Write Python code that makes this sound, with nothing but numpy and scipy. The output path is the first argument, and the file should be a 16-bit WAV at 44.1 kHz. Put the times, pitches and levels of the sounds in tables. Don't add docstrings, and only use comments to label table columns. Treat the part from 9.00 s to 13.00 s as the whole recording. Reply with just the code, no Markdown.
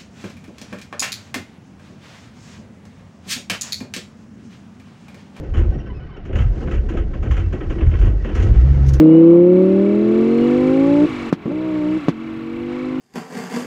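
import sys
import numpy as np
from scipy import signal
from scipy.fft import rfft, irfft, next_fast_len
from scipy.io import wavfile
from scipy.ndimage import uniform_filter1d, minimum_filter1d, map_coordinates

SR = 44100
rng = np.random.default_rng(int(sys.argv[2]) if len(sys.argv) > 2 else 0)


def nominal_scale(level):
    x = np.asarray(level, float) / 20
    return 10 ** x


def generate_wav(sig):
    pcm = np.round(np.clip(np.atleast_2d(sig).T, -1, 1) * 32767).astype(np.int16)
    wavfile.write(sys.argv[1], SR, pcm)


N = 176400
TIME_S = np.arange(N) / SR


def unit(x):
    return x / np.sqrt(np.mean(x ** 2) + 1e-20)


def along(points, hz):
    f, v = np.transpose(points)
    return np.interp(np.log(hz + 1), np.log(f + 1), v)


def curves(rows):
    s, *columns = np.transpose(rows)
    return [np.interp(TIME_S, s, column) for column in columns]


def wobble(rate):
    return map_coordinates(rng.standard_normal(1000), [TIME_S * rate])


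def filtered(x, response):
    m = next_fast_len(N + SR // 2)
    return irfft(rfft(x, m) * response(np.fft.rfftfreq(m, 1 / SR)), m)[:N]


def resonances(peaks, flip=True):
    def response(f):
        total = 0
        for k, (centre, width, db) in enumerate(peaks):
            sign = (-1) ** (k * flip)
            total = total + sign * nominal_scale(db) * 1j * f * width / (centre ** 2 - f * f + 1j * f * width)
        return total
    return response


def noise(spectrum):
    return unit(filtered(rng.standard_normal(N), lambda hz: nominal_scale(along(spectrum, hz))))


def order(k, turn, db, loose, start):
    flutter_db, drift_rad = 1.3, 0.18
    level = np.sqrt(2) * nominal_scale(db + loose * flutter_db * wobble(25))
    return level * np.cos(k * turn + loose * drift_rad * wobble(14) + start)


# (frequency [Hz], phase [rad])
PIPE_PHASE = [(320, -1.3), (370, -2), (405, -1.6), (435, -.3), (570, -.7), (620, 1.2)]
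# (frequency [Hz], level [dB])
TWENTIETH_ORDER = [(620, -13.5), (680, -29.5), (850, -36.5), (950, -31.5), (1050, -25.5), (1130, -43.5)]
# (multiple of the cycle [1], level [dB])
FIRING_OVERTONES = [(15, -8.5), (25, -37), (30, -44.5)]
# (frequency [Hz], level [dB])
GROUND_COLOUR = [(450, -6), (600, 0.5), (680, -12), (850, -4.5), (1000, -0.5), (1300, -12)]


def firing_note(turn, hz, bank_db, full_db):
    steady = 0.4
    note = order(5, turn, bank_db, steady, 0)
    note += order(10, turn, full_db, steady, along(PIPE_PHASE, 10 * hz))
    note += order(20, turn, bank_db + along(TWENTIETH_ORDER, 20 * hz), 1, 0)
    for k, db in FIRING_OVERTONES:
        note += order(k, turn, full_db + db + along(GROUND_COLOUR, k * hz), steady, 1.6)
    return note


# (multiple of the cycle [1], level [dB])
UNEVEN_ORDERS = [(6, 0.5), (7, 0), (8, 1.5), (9, -1.5), (11, -13.5), (12, -12), (13, -6.5), (14, -13.5),
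                 (16, -3), (17, -8), (18, -4.5), (21, 0.5), (22, -1), (23, -4.5), (26, 2), (27, 4)]
# (frequency [Hz], level [dB])
PIPE_COLOUR = [(170, -9.5), (235, -12.5), (290, -9), (345, -1), (400, -21), (530, -10), (650, -30),
               (1000, -44)]
# (time [s], level [dB])
UPPER_FADE = [(0, 3.5), (.6, 2), (1.1, 4), (1.6, 1.5), (2, -3), (2.7, -5.5), (3.3, -9), (4, -5.5)]
# (time [s], level [dB])
SEVENTH_SWELL = [(0, 0), (1.5, -1.5), (1.75, 7.5), (2.04, 12.5), (2.1, -12), (2.4, 3), (2.7, -0.5),
                 (3.3, 3), (4, -2)]
# (multiple of the cycle [1], level [dB])
LOW_ENGINE_ORDERS = [(2, -9), (3, -12.5), (4, -28)]
# (frequency [Hz], level [dB])
BASS_COLOUR = [(60, -31.5), (100, -23.5), (130, -7), (170, -1.5), (250, 6.5)]


def uneven_growl(turn, hz, bank_db, uneven_db):
    (upper_db,), (seventh_db,) = curves(UPPER_FADE), curves(SEVENTH_SWELL)
    growl = np.zeros(N)
    for k, db in UNEVEN_ORDERS:
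        swell_db = (k > 7) * upper_db + (k == 7) * seventh_db
        level_db = uneven_db + swell_db + db + along(PIPE_COLOUR, k * hz)
        growl += order(k, turn, level_db, 0.46, rng.uniform(0, 2 * np.pi))
    for k, db in LOW_ENGINE_ORDERS:
        level_db = bank_db + db + along(BASS_COLOUR, k * hz)
        growl += order(k, turn, level_db, 0.64, rng.uniform(0, 2 * np.pi))
    return growl


# (frequency [Hz], level [dB per Hz])
ROAR_SPECTRUM = [(60, -55.5), (120, -18), (200, -12), (330, 3), (500, -4), (700, -18), (1100, -14),
                 (3000, -65)]


def roar(turn):
    stumble_s, width_s, stumble_db = 3.6, 0.03, 9
    ragged_db = stumble_db * np.exp(-((TIME_S - stumble_s) / width_s) ** 2)
    puffs = 1 + 0.6 * np.cos(5 * turn)
    return nominal_scale(-23.5 + ragged_db + wobble(26)) * puffs * noise(ROAR_SPECTRUM)


# (multiple of the cycle [1], level [dB])
GEAR_MESH = [(60, -38), (90, -42)]
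# (frequency [Hz], width [Hz], level [dB])
GEARBOX_RINGS = [(2890, 130, 0), (4230, 150, 0)]


def gear_whine(turn, hz):
    whine = np.zeros(N)
    for k, db in GEAR_MESH:
        whine += abs(resonances(GEARBOX_RINGS)(k * hz)) ** 2 * order(k, turn, db, 2, 0)
    first_shift_s = 2.06
    return whine * (np.arange(N) < first_shift_s * SR)


# (time [s], engine cycles [Hz], bank firing [dB], imbalance [dB], full firing [dB])
FIRST_PULL = [
    (0, 31.02, -15.5, -18, -5.5),
    (.32, 33.97, -19, -25, -7),
    (.55, 36.52, -16, -20.5, -11.5),
    (.8, 39.16, -16.5, -20, -18),
    (1.01, 41.88, -17, -21.5, -22.5),
    (1.31, 46, -16.5, -17, -20.5),
    (1.68, 51.86, -15.5, -17.5, -23),
    (2.0, 58.48, -12.5, -23, -22),
    (2.052, 60.66, -10.5, -18.5, -30),
]
FIRST_LIFT = [
    (2.073, 56.4, -34, -23.5, -50),
    (2.111, 51.32, -29.5, -23.5, -66),
    (2.291, 45.56, -30, -27, -35),
    (2.311, 44.82, -40, -32.5, -60),
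    (2.453, 41.01, -46, -43, -41.5),
]
SECOND_PULL = [
    (2.458, 38.74, -20.5, -42, -26.5),
    (2.491, 51.33, -26.5, -20, -44),
    (2.515, 57.26, -26.5, -27.5, -30.5),
    (2.551, 61.63, -21.5, -25, -42),
    (2.644, 63.55, -23.5, -23.5, -35.5),
    (2.749, 61.7, -20.5, -25.5, -36.5),
    (2.842, 60.1, -19, -26, -32.5),
    (2.973, 63.38, -17.5, -27, -42),
]
SECOND_LIFT = [
    (2.996, 60.26, -31.5, -46.5, -60),
    (3.052, 55.36, -29.5, -36, -54),
    (3.074, 54.22, -56, -28, -48),
    (3.132, 44.65, -31.5, -34, -44),
]
THIRD_PULL = [
    (3.17, 44.61, -35, -32.5, -50),
    (3.213, 46.36, -31.5, -30, -52),
    (3.293, 46.14, -33, -30, -49),
    (3.45, 46.6, -33, -29, -41.5),
    (3.8, 50.5, -26.5, -27, -35),
    (4.0, 52.08, -23, -23, -42.5),
]


def exhaust():
    rows = [*FIRST_PULL, *FIRST_LIFT, *SECOND_PULL, *SECOND_LIFT, *THIRD_PULL]
    hz, bank_db, uneven_db, full_db = curves(rows)
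    turn = 2 * np.pi * np.cumsum(hz) / SR - 0.27
    note = firing_note(turn, hz, bank_db, full_db) + uneven_growl(turn, hz, bank_db, uneven_db)
    effort = np.sqrt(nominal_scale(bank_db) ** 2 + nominal_scale(full_db) ** 2 + nominal_scale(uneven_db) ** 2)
    return note + effort * (gear_whine(turn, hz) + roar(turn))


# (time [s], level [dB], sharpness [1])
BACKFIRES = [
    (2.3263, 1, 0.87),
    (3.0830, 1, 0.81),
    (3.0900, -5.5, 1),
    (2.4578, -19.5, 0.3),
    (2.464, -13.5, 0.48),
    (2.479, -16.5, 0.23),
    (2.502, -18, .3),
    (2.518, -14.5, 0.48),
]
# (frequency [Hz], width [Hz], level [dB])
TAILPIPE_RINGS = [(175.4, 61, 12.5), (265.9, 44, 6), (440, 77, -26), (550, 42, -22), (1050, 240, -5)]


def backfires():
    blast, crack, snap = np.zeros(N), np.zeros(N), np.zeros(N)
    t = np.arange(SR // 5) / SR
    u = t / 0.00045
    push = np.where(u < 2, u / 2, -0.5 * np.exp(1 - u / 2))
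    crack_decay = nominal_scale(-19 - 60 * t / 0.07)
    ground_scatter = nominal_scale(-26.5 - 60 * t / 0.094)
    grit = (crack_decay + ground_scatter) * np.minimum(u / 2, 1)
    snap_s, snap_t60 = 0.0026, 0.0053
    edges = nominal_scale(-60 * t / snap_t60) + nominal_scale(-60 * abs(t - snap_s) / snap_t60) * (t > snap_s)
    for s, db, sharp in BACKFIRES:
        here = slice(round(s * SR), round(s * SR) + len(t))
        blast[here] += nominal_scale(db + 3) * push
        crack[here] += nominal_scale(db) * sharp * grit * rng.standard_normal(len(t))
        snap[here] += nominal_scale(db - 44) * sharp ** 4 * edges * rng.standard_normal(len(t))

    def pipe(f):
        thump_cut_hz, soften_hz = 110, 1700
        band = 1j * f / (thump_cut_hz + 1j * f) / (1 + 1j * f / soften_hz)
        return resonances(TAILPIPE_RINGS, flip=False)(f) * band ** 2

    def air(f):
        return resonances([(900, 1500, 0), (3000, 3500, -6)], flip=False)(f) / (1 + 1j * f / 4600) ** 3

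    return snap + filtered(blast, pipe) + filtered(crack, air)


# (frequency [Hz], level [dB per Hz])
HISS_SPECTRUM = [(500, -6.5), (1100, -5), (1700, -10.5), (2400, -11), (4000, -21), (6000, -30),
                 (9000, -38.5), (15500, -58)]
# (frequency [Hz], width [Hz], level [dB], share of the cycle [1])
CASING_KNOCKS = [(1138, 56, -9, 0.45), (1307, 210, -9.5, .9), (1766, 74, -16, .22), (2070, 23, -13.5, .22),
                 (2072, 210, -19, 0.75), (2261, 110, -9, 0.26), (2334, 180, -20.5, 0.64),
                 (2641, 72, -13, .57), (2876, 100, -16.5, 0.26), (3370, 340, -19.5, 0.44),
                 (3965, 300, -19.5, .03), (5530, 300, -32, 0.046), (6520, 250, -31, 0.28),
                 (7250, 700, -28, 0.23), (8030, 300, -34.5, .5)]


def generator(gain_db):
    cycle_hz, knock_t60, repeat = 30.67, 0.035, 0.65
    cycle = cycle_hz * np.arange(N) / SR
    gate_db = 0.5 * np.cos(2 * np.pi * (cycle - 0.35))
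    hiss = unit(nominal_scale(gate_db + 0.5 * wobble(8.8)) * noise(HISS_SPECTRUM))
    clatter = np.zeros(N)
    for hz, width, db, share in CASING_KNOCKS:
        since_s = (cycle - share) % 1 / cycle_hz
        same_each_time = rng.standard_normal(SR)[(since_s * SR).astype(int)]
        burst = repeat * same_each_time + (1 - repeat) * rng.standard_normal(N)
        knock = nominal_scale(wobble(30) - 60 * since_s / knock_t60) * burst
        clatter += nominal_scale(db) * unit(filtered(knock, lambda f: resonances([(hz, width, 0)])(f) ** 2))
    both = hiss + nominal_scale(-1.5) * clatter
    treble = filtered(both, lambda f: 1 / (1 + (4470 / (f + 1)) ** 4))
    swell = nominal_scale(0.7 * (gain_db - gain_db.max()))
    return nominal_scale(3.5 + gain_db) * (both - treble + swell * treble)


# (frequency [Hz], level [dB per Hz])
WIND_SPECTRUM = [(20, -14), (40, -0.5), (80, 8), (130, 12.5), (250, 4.5), (500, -8.5), (1000, -41)]


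def wind():
    gust_db = 2.5
    return nominal_scale(-41 + gust_db * wobble(10)) * noise(WIND_SPECTRUM)


# (time [s], level [dB])
RECORDER_GAIN = [(0, -41), (.05, -46.5), (.49, -48.5), (.58, -45.5), (1, -43), (1.5, -39), (1.8, -39.5),
                 (2.0, -39), (2.295, -38.5), (2.31, -46.5), (2.36, -52.5), (2.45, -46.5), (2.95, -41.5),
                 (3.07, -42), (3.14, -48), (3.22, -45.5), (3.66, -45.5), (3.72, -42.5), (4, -44)]


def scene():
    gain_db, = curves(RECORDER_GAIN)
    breathing = nominal_scale(0.5 * (gain_db - gain_db.mean()))
    background = generator(gain_db) + breathing * wind()
    return (exhaust() + backfires() + background)[None]


def top_cut(x):
    return signal.sosfilt(signal.butter(12, 15805, fs=SR, output="sos"), x)


def record(dry):
    ceiling, hold = 1.012, round(0.012 * SR)
    needed = np.minimum(1, ceiling / (abs(dry) + 1e-9))
    gain = uniform_filter1d(minimum_filter1d(needed, size=2 * hold), size=hold)
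    return top_cut(np.clip(gain * dry, -1, 1))


dry = scene()
out = record(dry)
generate_wav(out)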